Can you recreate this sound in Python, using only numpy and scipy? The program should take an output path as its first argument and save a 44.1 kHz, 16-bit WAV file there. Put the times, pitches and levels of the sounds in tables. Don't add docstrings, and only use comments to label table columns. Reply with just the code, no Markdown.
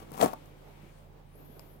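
import sys
import numpy as np
from scipy import signal
from scipy.fft import rfft, irfft
from scipy.io import wavfile
from scipy.ndimage import uniform_filter1d, map_coordinates

SR = 44100
rng = np.random.default_rng(int(sys.argv[2]) if len(sys.argv) > 2 else 0)


def decibels_to_gain(level_db):
    exponent = np.asarray(level_db, float) / 20
    return 10 ** exponent


def int16_out(signal):
    q = np.round(np.clip(np.atleast_2d(signal).T, -1, 1) * 32767)
    wavfile.write(sys.argv[1], SR, q.astype(np.int16))


N = 79380
T = np.arange(N) / SR

# [f/Hz, level/dB per Hz]
ROOM_AIR = [(25, -42), (60, -21), (120, -2.5), (250, -6), (700, -12.5), (1500, -22.5), (4000, -39),
            (7000, -51), (16000, -28)]
# [f/Hz, left minus right/dB]
ROOM_BALANCE = [(60, -28), (200, -3.5), (700, -2.5), (1300, 0), (2400, 10), (5000, 14), (15000, 7.5)]
# [f/Hz, likeness, limited to -0.95 to 0.95 in use]
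ROOM_LIKENESS = [(40, -0.1), (300, 0.75), (640, -0.19), (1400, -1.44), (3100, 0.61), (15000, -0.043)]
# [f/Hz, waver/dB, level/dB, left minus right/dB]
APPLIANCE_HUM = [(35.8, .5, -57.5, 0), (49, 2, -73, 0), (90, 2, -65, -10), (144.2, .8, -60.5, -6),
                 (165, 2.5, -68, -5), (205, 4, -73, -4)]
# [t/s, level/dB, brightness/dB per octave]
RUSTLE_MOVES = [(0, -66.5, -2.2), (.4, -68.5, 1), (.7, -70, 0.1), (.98, -70, 0.93), (1.08, -74, -1),
                (1.25, -73.5, -1.5), (1.4, -69, -1.5), (1.65, -66, -1.8), (1.8, -72.5, -1.5)]
# [f/Hz, level/dB per Hz]
CLOTH_TONE = [(250, 3.5), (450, 1.5), (800, -2), (1300, -16), (3000, -14.5), (5000, -41), (9000, -29.5),
              (16000, -25.5)]
# [t/s, level/dB]
SCUFF_PRESSURE = [(0, -53), (.045, -68.5), (.1, -68), (.165, -53.5), (.198, -50), (.206, -38),
                  (.235, -35.5), (.27, -48.5), (.33, -58.5), (.35, -71), (.42, -79)]
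# [f/Hz, level/dB per Hz]
GRIT_TONE = [(700, -31), (1300, -0.5), (2500, -1), (4500, -9.5), (8000, -9.5), (12000, -10), (16000, -10)]
# [f/Hz, level/dB, time to fall 60 dB/s]
SHOE_MODES = [(234, -14, 0.031), (300, -8.5, 0.03), (436, -10.5, 0.019), (680, -6, 0.013),
              (827, 5.5, 0.013), (1058, -0.5, 0.017), (1240, -8, 0.014), (1640, -7, 0.0084)]
# [t/s, peak level/dB, f/Hz]
CLOTH_FOLDS = [(0.018, -44.5, 332), (0.516, -52.5, 336), (0.552, -55, 350), (0.682, -52.5, 336),
               (0.797, -53.5, 259), (0.832, -46.5, 256), (0.859, -50.5, 384), (1.348, -52, 428),
               (1.494, -47.5, 218), (1.564, -48, 420), (1.75, -54.5, 221)]
# [t/s, peak level/dB, centre f/Hz, decay/ms]
THREAD_SNAPS = [(.1085, -44, 8000, .6), (0.1182, -29.5, 11500, 0.8), (.13, -45, 9000, 1.7),
                (.138, -34, 13500, 1.4), (0.1434, -35, 3480, 0.23), (0.15, -42, 10000, .9),
                (.1575, -45, 12000, .6), (0.168, -39, 11000, .6), (0.172, -37, 7500, .7),
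                (0.1773, -31.5, 9500, .7), (0.182, -42, 10000, .6), (.1855, -32, 9100, 1.1),
                (0.194, -38, 9000, 0.47), (0.197, -31, 11000, 0.68), (0.2023, -33, 6000, .7),
                (0.209, -38, 6000, 0.52), (0.213, -25, 4000, 0.37), (0.213, -16, 3130, 0.83),
                (.2153, -17, 5940, 0.91), (0.2255, -17, 5930, 0.36), (.227, -18.5, 5040, 0.27),
                (.2297, -19, 12000, 0.44), (0.2323, -26, 6500, 0.45), (0.2341, -20.5, 5950, 0.53),
                (.2375, -22, 13000, 0.5), (0.2422, -15, 10000, 0.6), (0.249, -18.5, 9000, 0.7),
                (.251, -33, 10000, .6), (.2595, -22, 8050, 0.49), (.269, -34, 10000, 3.4),
                (.279, -37, 9000, 1.8), (.332, -35.5, 3920, 1.1), (0.3355, -28.5, 12600, 1.2),
                (0.458, -48, 9000, 1.5)]
# [t/s, peak level/dB, f/Hz, time to fall 60 dB/s]
SOLE_KNOCKS = [(0.1131, -39, 304, 0.039), (0.1176, -29, 470, 0.015), (0.13, -44, 200, 0.046),
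               (0.144, -31, 606, .02), (.16, -36, 190, .05), (.167, -42, 925, 0.023),
               (0.1777, -26, 1026, 0.024), (.186, -35, 1000, .02), (0.1936, -22, 1030, .015),
               (0.1986, -26.5, 870, 0.023), (.2025, -14.5, 680, 0.033), (.208, -19.5, 1080, .02),
               (.212, -13, 910, 0.027), (.2145, -13, 837, 0.046), (0.2207, -15, 607, 0.043),
               (.2262, -9, 680, 0.077), (.228, -5, 680, 0.035), (.232, -12.5, 461, 0.044),
               (0.2363, -11, 512, 0.025), (0.2426, -9.5, 291, 0.032), (.249, -17, 410, 0.023),
               (.26, -10, 713, 0.015), (.265, -25, 438, 0.038), (.279, -27, 680, 0.036),
               (.296, -38, 626, .04), (.332, -22, 718, 0.035), (0.3354, -23, 1088, 0.023),
               (.209, -20.5, 242, 0.08), (0.218, -22, 1270, 0.023), (.234, -19, 1066, 0.027),
               (.246, -23, 238, .05), (.251, -19, 1100, 0.018), (.334, -26.5, 867, 0.047)]
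# [t/s, peak level/dB, f/Hz, time to fall 60 dB/s]
HEEL_THUMPS = [
    (.119, -36, 150, .07),
    (.154, -38, 145, .07),
    (.207, -39, 60, .1),
    (.25, -33, 112, .11),
]
# [t/s, threads crossed per second as f/Hz, level/dB]
SLEEVE_SLIDE = [(1.255, 7800, -80), (1.29, 9100, -85), (1.32, 9800, -83), (1.355, 11050, -71),
                (1.385, 11850, -71), (1.46, 12420, -68), (1.485, 11950, -67), (1.515, 11850, -66),
                (1.55, 12300, -67), (1.605, 14150, -69), (1.63, 14850, -72), (1.655, 14850, -73),
                (1.685, 13800, -77), (1.72, 13150, -78), (1.75, 12400, -69), (1.775, 10600, -82),
                (1.8, 8700, -87)]
# [start t/s, end t/s, share of main pitch at start, share at end, level/dB]
WEAVE_PATCHES = [(1.33, 1.48, 1.04, 1.02, -70), (1.46, 1.59, 1.05, 1.02, -71),
                 (1.68, 1.735, .915, .845, -66), (1.38, 1.56, .8, .83, -87), (1.34, 1.45, 1.29, 1.27, -85),
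                 (1.56, 1.63, .84, .76, -79), (1.6, 1.72, .8, .86, -79), (1.73, 1.79, 1.17, 1.2, -78),
                 (1.33, 1.5, .94, .93, -83), (1.71, 1.75, .84, .82, -80), (1.655, 1.69, .98, .99, -77),
                 (1.73, 1.77, 1.07, 1.02, -76), (1.74, 1.78, .76, .78, -86), (1.66, 1.71, 1.04, 1.03, -82)]
# [t/s, peak level/dB, low edge f/Hz, high edge f/Hz]
STITCH_BREAK = (1.5947, -30, 450, 11800)
# [f/Hz, level/dB, time to fall 60 dB/s]
STITCH_FIBRES = [(2700, -5, .004), (5100, -1, .006), (7600, -5, .004), (9000, -4, .005), (11300, -4, .007)]
LEFT_RIGHT = np.array([[1], [-1]])


def unit(x):
    return x / np.sqrt(np.mean(x ** 2))


def curve(rows, col=1):
    rows = np.array(rows)
    return np.interp(T, rows[:, 0], rows[:, col])


def along(rows, hz):
    rows = np.array(rows)
    return np.interp(np.log(np.maximum(hz, 1)), np.log(rows[:, 0]), rows[:, 1])


def colour(x, rows):
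    cepstrum = irfft(along(rows, np.fft.rfftfreq(2048, 1 / SR)) * np.log(10) / 20)
    cepstrum[1:1024] *= 2
    cepstrum[1025:] = 0
    response = irfft(np.exp(rfft(cepstrum)))[:1024]
    return signal.fftconvolve(x, response)[:N]


def band(x, hz, width_hz):
    return signal.lfilter(*signal.iirpeak(min(hz, 0.45 * SR), hz / width_hz, SR), x)


def walk(rate_hz):
    hold = int(SR / rate_hz)
    steps = np.repeat(rng.standard_normal(N // hold + 1), hold)
    return unit(uniform_filter1d(uniform_filter1d(steps, hold), hold)[:N])


def fade(t, t60_s):
    return 1000. ** (-t / t60_s)


def ring(hz, t60_s, size=4000):
    t = np.arange(size) / SR
    return np.sin(2 * np.pi * hz * t) * fade(t, t60_s)


def room():
    hz = np.fft.rfftfreq(N, 1 / SR)
    alike = np.clip(along(ROOM_LIKENESS, hz), -0.95, 0.95)
    mid, side = rfft(rng.standard_normal((2, N))) * np.sqrt([1 + alike, 1 - alike])
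    tone = decibels_to_gain(along(ROOM_AIR, hz) + LEFT_RIGHT * along(ROOM_BALANCE, hz) / 2)
    air = (mid + LEFT_RIGHT * side) * tone * (hz > 25)
    out = irfft(air, N) / np.std(irfft(air * (hz > 200), N)) * decibels_to_gain(-64.5)
    for f, waver_db, db, pan_db in APPLIANCE_HUM:
        level = decibels_to_gain(db + LEFT_RIGHT * pan_db / 2 + waver_db * walk(12.0))
        cycles = f * T + 0.06 * walk(18.0)
        out = out + level * unit(np.sin(2 * np.pi * cycles))
    return out


def clothes():
    level_db, flicker_db, swell_db = 12, 2.96, 0.66
    out, swell = 0, walk(5.73)
    for hz in 280 * 2 ** np.arange(0, 6, 0.5):
        pan_db = along(ROOM_BALANCE, hz) / 2 * LEFT_RIGHT
        flicker = decibels_to_gain(pan_db + swell_db * swell + flicker_db * walk(14.01))
        grain = band(rng.standard_normal((2, N)), hz, hz / 3.76) * flicker
        brightness_db = curve(RUSTLE_MOVES, col=2) * np.log2(hz / 500)
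        out = out + decibels_to_gain(along(CLOTH_TONE, hz) + brightness_db) * grain
    return unit(out) * decibels_to_gain(curve(RUSTLE_MOVES) + level_db)


def scuff():
    slips_per_s, spread_db, stutter_db, hiss = 4500, 1.4, 2, 0.35
    grit_db, boom_db = 5, 9.5
    happens = rng.random(N) < slips_per_s / SR
    slips = happens * rng.standard_normal(N) * decibels_to_gain(spread_db * rng.exponential(size=N))
    grit = unit(colour(slips + hiss * rng.standard_normal(N), GRIT_TONE))
    shoe = sum(decibels_to_gain(db) * ring(hz, t60) for hz, db, t60 in SHOE_MODES)
    boom = unit(signal.fftconvolve(slips, shoe)[:N])
    lift_off = np.clip((0.45 - T) / 0.057, 0, 1)
    press = decibels_to_gain(curve(SCUFF_PRESSURE) + stutter_db * walk(219.5)) * lift_off
    return press * (decibels_to_gain(grit_db) * grit + decibels_to_gain(boom_db) * boom)


def folds():
    rise_s, t60_s, pan_db = 0.0029, 0.07, -3
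    out = 0
    for s, db, hz in CLOTH_FOLDS:
        late = np.maximum(T - s, 0)
        noise = band(band(rng.standard_normal(N), hz, hz / 2), hz, hz / 2)
        flap = noise * (1 - np.exp(-late / rise_s)) * fade(late, t60_s)
        out = out + decibels_to_gain(db) * flap / np.abs(flap).max()
    return out * decibels_to_gain(pan_db / 2 * LEFT_RIGHT)


def snaps():
    out, size = np.zeros(N), 1000
    for s, db, hz, decay_ms in THREAD_SNAPS:
        burst = rng.standard_normal(size) * np.exp(-T[:size] * 1000 / decay_ms)
        crack = band(burst, hz, hz * 0.7)
        i = int(s * SR)
        out[i:i + size] += decibels_to_gain(db) * crack / np.abs(crack).max()
    return out


def knocks():
    push_s, shared_db, scatter_db = 0.00063, -10.5, 2
    out, size = np.zeros(N), 4000
    push = np.sin(np.pi * np.clip(T[:200] / push_s, 0, 1)) ** 2
    for s, db, hz, spot_t60 in SOLE_KNOCKS:
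        body = ring(hz, spot_t60)
        for f, mode_db, t60 in SHOE_MODES:
            body = body + decibels_to_gain(mode_db + shared_db + scatter_db * rng.standard_normal()) * ring(f, t60)
        body = np.convolve(body, push)[:size]
        i = int(s * SR)
        out[i:i + size] += decibels_to_gain(db) * body / np.abs(body).max()
    return out


def heel():
    out, rise_s = 0, 0.0087
    for s, db, hz, t60 in HEEL_THUMPS:
        late = np.maximum(T - s, 0)
        swell = 1 - np.exp(-late / rise_s)
        out = out + decibels_to_gain(db) * np.sin(2 * np.pi * hz * late) * swell * fade(late, t60)
    return out


def weave_tone(hz):
    wobble_hz, flutter_db = 38, 2.5
    cycles = np.cumsum(hz + wobble_hz * walk(300)) / SR
    return np.sqrt(2) * np.sin(2 * np.pi * cycles) * decibels_to_gain(flutter_db * walk(150))


def sleeve():
    level_db, pan_db = 0.5, 10.5
    hiss_db, hiss_hz, hiss_late_s = -6, 12100, 0.13
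    hz = uniform_filter1d(curve(SLEEVE_SLIDE), size=900)
    main = decibels_to_gain(curve(SLEEVE_SLIDE, col=2)) * np.clip((T - SLEEVE_SLIDE[0][0]) / 0.015, 0, 1)
    out = main * weave_tone(hz * 0.99)
    for start, end, first, last, db in WEAVE_PATCHES:
        place = np.clip((T - start) / (end - start), 0, 1)
        share = first + (last - first) * place ** 2
        out = out + decibels_to_gain(db) * np.sin(np.pi * place) ** 0.52 * weave_tone(hz * share)
    hiss = unit(band(band(rng.standard_normal(N), hiss_hz, 2600), hiss_hz, 2600))
    hiss_level = np.interp(T - hiss_late_s, T, uniform_filter1d(main, size=4000))
    out = decibels_to_gain(level_db) * (out + decibels_to_gain(hiss_db) * hiss_level * hiss)
    return np.array([out * decibels_to_gain(pan_db / 2), np.roll(out, shift=9) * decibels_to_gain(-pan_db / 2)])


def stitch():
    s, db, low_hz, high_hz = STITCH_BREAK
    late = np.maximum(T - s, 0)
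    plick = np.sin(2 * np.pi * 1000 * late) * fade(late, 0.008)
    fibres = sum(decibels_to_gain(g) * np.sin(2 * np.pi * hz * late) * fade(late, t60) for hz, g, t60 in STITCH_FIBRES)
    rattle = 0.45 * rng.standard_normal(N) * np.exp(-late / 0.001)
    snap = (T >= s) * (plick + fibres + rattle)
    snap = signal.sosfilt(signal.butter(3, [low_hz, high_hz], "band", fs=SR, output="sos"), snap)
    return decibels_to_gain(db) * snap / np.abs(snap).max()


def microphones(x):
    lag_s, far_db, far_hz, far_treble_db = 0.000425, -8.5, 1480, -36
    echo_t60_s, echo_db, echo_hz, echo_gap_s = 0.17, -18, 2590, 0.0019
    soft = signal.lfilter(*signal.butter(1, far_hz, fs=SR), x)
    far = decibels_to_gain(far_db) * soft + decibels_to_gain(far_treble_db) * (x - soft)
    far = map_coordinates(far, [(T - lag_s) * SR], order=3)
    t = T[:SR // 2]
    echo = rng.standard_normal((2, len(t))) * fade(t, echo_t60_s) * np.clip(t / echo_gap_s - 1, 0, 1)
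    echo = signal.lfilter(*signal.butter(1, echo_hz, fs=SR), echo)
    echo = echo / np.sqrt(np.sum(echo ** 2) / 2)
    return np.array([x, far]) + decibels_to_gain(echo_db) * signal.fftconvolve(x[None], echo, axes=1)[:, :N]


def scene():
    shoe = scuff() + snaps() + knocks()
    shoe = signal.sosfilt(signal.butter(2, 180, "high", fs=SR, output="sos"), shoe)
    return room() + clothes() + folds() + microphones(shoe + stitch()) + heel() + sleeve()


def roll_off(x):
    return signal.sosfilt(signal.butter(12, 16690, fs=SR, output="sos"), x)


def record(dry):
    mix = signal.sosfilt(signal.ellip(10, 0.2, 60, 15870, fs=SR, output="sos"), dry)
    return roll_off(mix)


dry = scene()
out = record(dry)
int16_out(out)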